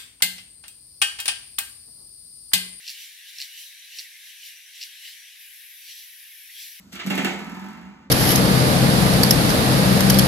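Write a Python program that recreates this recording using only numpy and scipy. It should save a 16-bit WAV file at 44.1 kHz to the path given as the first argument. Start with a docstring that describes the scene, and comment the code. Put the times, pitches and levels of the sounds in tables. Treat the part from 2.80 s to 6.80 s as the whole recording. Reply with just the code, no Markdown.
"""Soft, dry scrapes and quick runs of sharp chirps sound over the hiss of a forest.
A large beetle is rasping on a tree trunk: each stroke rubs its file, a row of tiny teeth.
Some strokes squeak, and in four the file catches and rings the shell, making the chirps.
Behind it insects hiss and buzz, and a very high chorus joins past the middle.
The microphone has a steep bass cut."""
import sys
import numpy as np
from scipy import signal
from scipy.fft import rfft, irfft, next_fast_len
from scipy.io import wavfile
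from scipy.ndimage import uniform_filter1d

SR = 44100
rng = np.random.default_rng(int(sys.argv[2]) if len(sys.argv) > 2 else 0)


def waveform_to_disk(signal):
    """Save audio, clipped to [-1, 1], as 16-bit WAV at the path in sys.argv[1]."""
    frames = np.transpose(np.atleast_2d(signal))
    scaled = np.clip(frames, -1, 1) * 32767
    samples = np.round(scaled).astype(np.int16)
    wavfile.write(sys.argv[1], SR, samples)


N = 176400
T = np.arange(N) / SR
# Noise is shaped on a grid of short time frames (rows) and frequencies (columns).
FRAME_T = np.arange(N // 128 + 5)[:, None] * 128 / SR
HZ = np.fft.rfftfreq(512, 1 / SR)


def amp(db):
    """Turns decibels into a gain to multiply by."""
    return 10 ** (np.asarray(db) / 20)


def unit(x):
    """Scales a signal to an average size (rms) of 1."""
    return x / np.sqrt(np.mean(x ** 2) + 1e-20)


def level(points):
    """Gain over time, from a table of t/s, level/dB."""
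    return amp(np.interp(T, *np.transpose(points)))


def tone(points, hz=HZ):
    """Gain at each frequency, from a table of f/Hz, level/dB."""
    f, db = np.transpose(points)
    return amp(np.interp(np.log(hz + 1), np.log(f + 1), db))


def colour(x, points):
    """Filters a sound by a table of f/Hz, level/dB."""
    size = next_fast_len(x.shape[-1] + 2048)
    gain = tone(points, np.fft.rfftfreq(size, 1 / SR))
    return irfft(rfft(x, size) * gain, size)[..., :x.shape[-1]]


def hiss(shape, alike, left_db, patchy_db):
    """Shaped stereo noise with louder and softer patches; alike=1 gives both ears the same noise."""
    a, b, c, d, patches = rng.standard_normal((len(FRAME_T), len(HZ), 5)).T.transpose(0, 2, 1)
    patches = uniform_filter1d(patches, size=16, axis=0)
    patches = unit(uniform_filter1d(patches, size=2, axis=1))
    left = a + 1j * b
    right = alike * left + np.sqrt(1 - alike ** 2) * (c + 1j * d)
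    grid = np.array([left, right]) * shape * amp(patchy_db * patches)
    _, noise = signal.istft(grid, nperseg=512, noverlap=384, time_axis=-2, freq_axis=-1)
    balance = amp([[left_db / 2], [-left_db / 2]])
    return noise[:, :N] * balance / np.sqrt(len(HZ) / 6)


def swell(t, rise, fall):
    """Loudness of a stroke that gathers speed until t = 0, then slows."""
    return np.exp(-abs(t / np.where(t < 0, rise, fall)) ** 1.3)


# Tone of the forest hiss: f/Hz, level/dB
FOREST_TONE = [(1400, -3), (1800, 0), (3000, 0.5), (3800, -2), (4400, -7), (5000, -5.5), (5700, -5),
               (6400, -9.5), (8300, -9.5), (9800, -5.5), (12000, -4.5), (14000, -11.5), (16000, -16.5)]
# Loudness of the forest hiss: t/s, level/dB
FOREST_LOUDNESS = [(0, -47), (.35, -47), (1.0, -48), (1.4, -46.5), (1.85, -48.5), (2.15, -45.5),
                   (2.55, -47.5), (3.0, -49), (3.45, -48.5), (4, -48)]

def forest_hiss():
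    """Many insects blur into a steady hiss, its lows near the centre and its highs spread wide."""
    shape = unit(tone(FOREST_TONE))
    low_share = 1 / (1 + (HZ / 5600) ** 4)
    lows = hiss(shape * np.sqrt(low_share), alike=0.71, left_db=1.5, patchy_db=2.5)
    highs = hiss(shape * np.sqrt(1 - low_share), alike=-0.05, left_db=2.3, patchy_db=2.0)
    return level(FOREST_LOUDNESS) * (lows + highs)


# Loudness of the crickets: t/s, level/dB
CRICKET_LOUDNESS = [(0, -69), (.3, -59), (.43, -66.5), (.55, -62.5), (1.05, -59.5), (1.38, -63.5),
                    (1.9, -58.5), (2.3, -69.5), (2.48, -59.5), (2.62, -72), (2.87, -72), (3.03, -59),
                    (3.3, -61), (3.47, -71.5), (3.6, -64), (3.8, -58.5), (4, -63.5)]

def crickets(pitch_hz=5963, width_hz=140, sag_hz_per_s=48):
    """Crickets merge into one thin band of noise that slowly sinks in pitch."""
    centre_hz = pitch_hz - sag_hz_per_s * FRAME_T
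    band = unit(np.exp(-((HZ - centre_hz) / width_hz) ** 2))
    return level(CRICKET_LOUDNESS) * hiss(band, alike=0.13, left_db=1.5, patchy_db=3.5)


# Loudness of the insect buzz: t/s, level/dB
BUZZ_LOUDNESS = [(0, -59.5), (.5, -55.5), (1.1, -56), (1.5, -65), (2.2, -60), (2.7, -69.5), (4, -68.5)]

def insect_buzz(pitch_hz=3923, width_hz=510):
    """Other insects make a lower, broader band of noise."""
    band = unit(np.exp(-((HZ - pitch_hz) / width_hz) ** 2))
    return level(BUZZ_LOUDNESS) * hiss(band, alike=0.27, left_db=0.5, patchy_db=3.5)


# Tone of the high chorus: f/Hz, level/dB
CHORUS_TONE = [(8500, -28.5), (10000, -6.5), (11000, 1), (11800, 1), (13200, -3), (15000, -6.5),
               (16000, -11)]

def high_chorus(start_s=2.58, rise_s=0.025, level_db=-49.5):
    """A very high hiss of insects starts suddenly and stays."""
    fade_in = np.clip((T - start_s) / rise_s, 0, 1)
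    chorus = hiss(unit(tone(CHORUS_TONE)), alike=-0.13, left_db=2.5, patchy_db=2.5)
    return amp(level_db) * fade_in * chorus


def bark_echoes(x, echo_db=-13, fade_s=0.11, delay_s=0.003):
    """Adds short, scattered echoes from the trunk and leaves."""
    t = T[:SR // 4]
    tail = rng.standard_normal((2, len(t))) * amp(-60 * t / fade_s) * (t > delay_s)
    tail /= np.linalg.norm(tail[0])
    return x + amp(echo_db) * signal.fftconvolve(x[None], tail, axes=1)[:, :N]


# One row per squeak, timed at its loudest: t/s, half length/s, f/Hz, level/dB
SQUEAK_EVENTS = [(0.18, 0.077, 2960, -49.5), (0.482, 0.027, 3000, -52.5), (0.771, 0.047, 2940, -44.5),
                 (1.143, 0.045, 2930, -51), (1.503, 0.0089, 3045, -44.5), (1.642, 0.029, 2980, -47),
                 (1.953, 0.026, 3040, -52), (2.254, 0.043, 2976, -47), (3.102, 0.052, 3140, -54),
                 (3.701, 0.0081, 1940, -47.5), (3.784, .04, 3300, -47)]

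def squeaks(width_hz=440, glide_hz_per_s=1300):
    """Where the file rubs more evenly, a narrow band of noise rings and slides upward."""
    shape = 0
    for at, half_length, hz, db in SQUEAK_EVENTS:
        t = FRAME_T - at
        centre_hz = hz + glide_hz_per_s * np.clip(t, -0.2, 0.2)
        peak = 1 / (1 + ((HZ - centre_hz) / (width_hz / 2)) ** 2)
        shape += amp(db) * swell(t, half_length, half_length) * unit(peak ** 2)
    return hiss(shape, alike=0.92, left_db=0.5, patchy_db=1.5)


# One row per stroke, timed at its loudest: t/s, rise/s, fall/s, body level/dB, fizz level/dB
FILE_STROKES = [(.097, 0.034, 0.033, -39.5, -44), (.21, 0.077, 0.092, -46, -46.5),
                (0.484, 0.016, 0.033, -50.5, -50), (0.623, 0.057, 0.04, -40, -44.5),
                (.795, 0.077, 0.099, -48, -44.5), (1.195, 0.062, 0.052, -41.5, -44.5),
                (1.48, 0.061, 0.07, -51.5, -51.5), (1.664, 0.057, 0.071, -47, -45.5),
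                (1.965, 0.038, 0.044, -52, -56), (2.035, 0.034, 0.037, -42, -45.5),
                (2.272, 0.067, 0.074, -45.5, -47), (3.095, .065, 0.073, -45.5, -50),
                (3.18, 0.033, 0.1, -50.5, -50.5), (3.808, 0.063, 0.12, -44, -44.5)]
# Tone of the body, the lower part of a scrape: f/Hz, level/dB
BODY_TONE = [(1400, -19.5), (2100, -3.5), (2500, -1), (3300, 0.5), (4200, 2.5), (5000, -0.5), (5850, 0),
             (6400, -9), (7600, -7), (8600, -13.5), (11000, -23.5), (16000, -39)]
# Tone of the fizz, the bright top of a scrape: f/Hz, level/dB
FIZZ_TONE = [(4000, -23.5), (7000, -5), (9000, -7.5), (10300, 0), (11500, -3), (12400, 2), (13700, -3),
             (15200, -7.5), (16000, -7.5)]

def scrapes(fizz_lag_s=0.0065, grain_db=0.43):
    """Tiny teeth rub and make grainy noise: a body, with a fizz just behind it."""
    body_gain = fizz_gain = 0
    for at, rise, fall, body_db, fizz_db in FILE_STROKES:
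        body_gain += amp(body_db) * swell(T - at, rise, fall)
        fizz_gain += amp(fizz_db) * swell(T - at - fizz_lag_s, rise, fall)
    flutter = unit(uniform_filter1d(rng.standard_normal(N), size=60))
    grain = unit(amp(grain_db * flutter))
    body = hiss(unit(tone(BODY_TONE)), alike=0.62, left_db=0.1, patchy_db=2.5)
    fizz = hiss(unit(tone(FIZZ_TONE)), alike=-0.28, left_db=2.0, patchy_db=3.5)
    return grain * (body_gain * body + fizz_gain * fizz)


# Moments when the file catches: t/s, level/dB
FILE_CATCHES = [(0.0676, -28.5), (.0795, -23.5), (0.0824, -28.5), (0.0863, -24.5), (0.0947, -23.5),
                (.0968, -42), (0.1023, -25), (0.5863, -24.5), (.603, -21.5), (0.61, -29.5), (.6162, -23.5),
                (.6175, -23), (0.6237, -22.5), (1.1712, -35), (1.1876, -22.5), (1.1906, -26.5),
                (1.194, -23), (1.1972, -38), (1.2003, -28), (2.0138, -28), (2.0167, -26.5), (2.0216, -26),
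                (2.0247, -41), (2.0288, -25), (2.0307, -28), (2.037, -24.5)]
# How strongly the shell rings at each pitch: f/Hz, level/dB
SHELL_TONE = [(1500, -12), (2000, -5), (2330, -12), (2780, 6), (3350, -11), (4150, 2.5), (4650, 1.5),
              (4970, -4), (5400, 1.5), (5800, 1), (6300, -14), (7800, -12.5), (8500, -27.5), (10000, -17),
              (11500, -26.5), (12500, -16), (13800, -32)]

def catches(teeth_per_s=4890, slowing=0.032, jitter=0.15, width_s=0.00074, snag_db=2.5, boost_db=0.3):
    """Each catch drags over a few uneven teeth, slowing as it goes, and rings the shell."""
    out = np.zeros(N)
    t = np.arange(-400, 400) / SR
    tooth = np.arange(-10, 11)
    for at, db in FILE_CATCHES:
        uneven = jitter * rng.standard_normal(len(tooth))
        tooth_times = (tooth + slowing * tooth ** 2 + uneven) / teeth_per_s
        force = np.exp(-(tooth_times / width_s) ** 2 / 2)
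        force[tooth == 0] *= amp(snag_db)  # the middle tooth snags harder
        clicks = force @ np.sinc((t - tooth_times[:, None]) * SR)  # one click per tooth
        clicks = clicks - uniform_filter1d(clicks, size=28)  # takes out the lows
        chirp = colour(clicks, SHELL_TONE)
        loudest = np.sqrt(uniform_filter1d(chirp ** 2, size=44).max())
        start = round(at * SR) - len(t) // 2
        out[start:start + len(t)] += amp(db + boost_db) * chirp / loudest
    return out


def scene():
    """The beetle close by, the forest around it."""
    beetle = bark_echoes(catches()) + scrapes() + squeaks()
    return beetle + forest_hiss() + crickets() + insect_buzz() + high_chorus()


# How far the microphone turns down each pitch: f/Hz, level/dB
MIC_BASS_CUT = [(20, -59), (350, -62), (550, -48), (800, -38), (1150, -28), (1400, -28.5), (1500, -15),
                (1620, -8), (1750, -5)]

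def record(dry, top_hz=15830):
    """The microphone cuts the bass steeply and drops the very highest treble."""
    treble_cut = signal.firwin(511, top_hz, window=("kaiser", 9), fs=SR)
    return signal.oaconvolve(colour(dry, MIC_BASS_CUT), treble_cut[None], "same")


dry = scene()
out = record(dry)
waveform_to_disk(out)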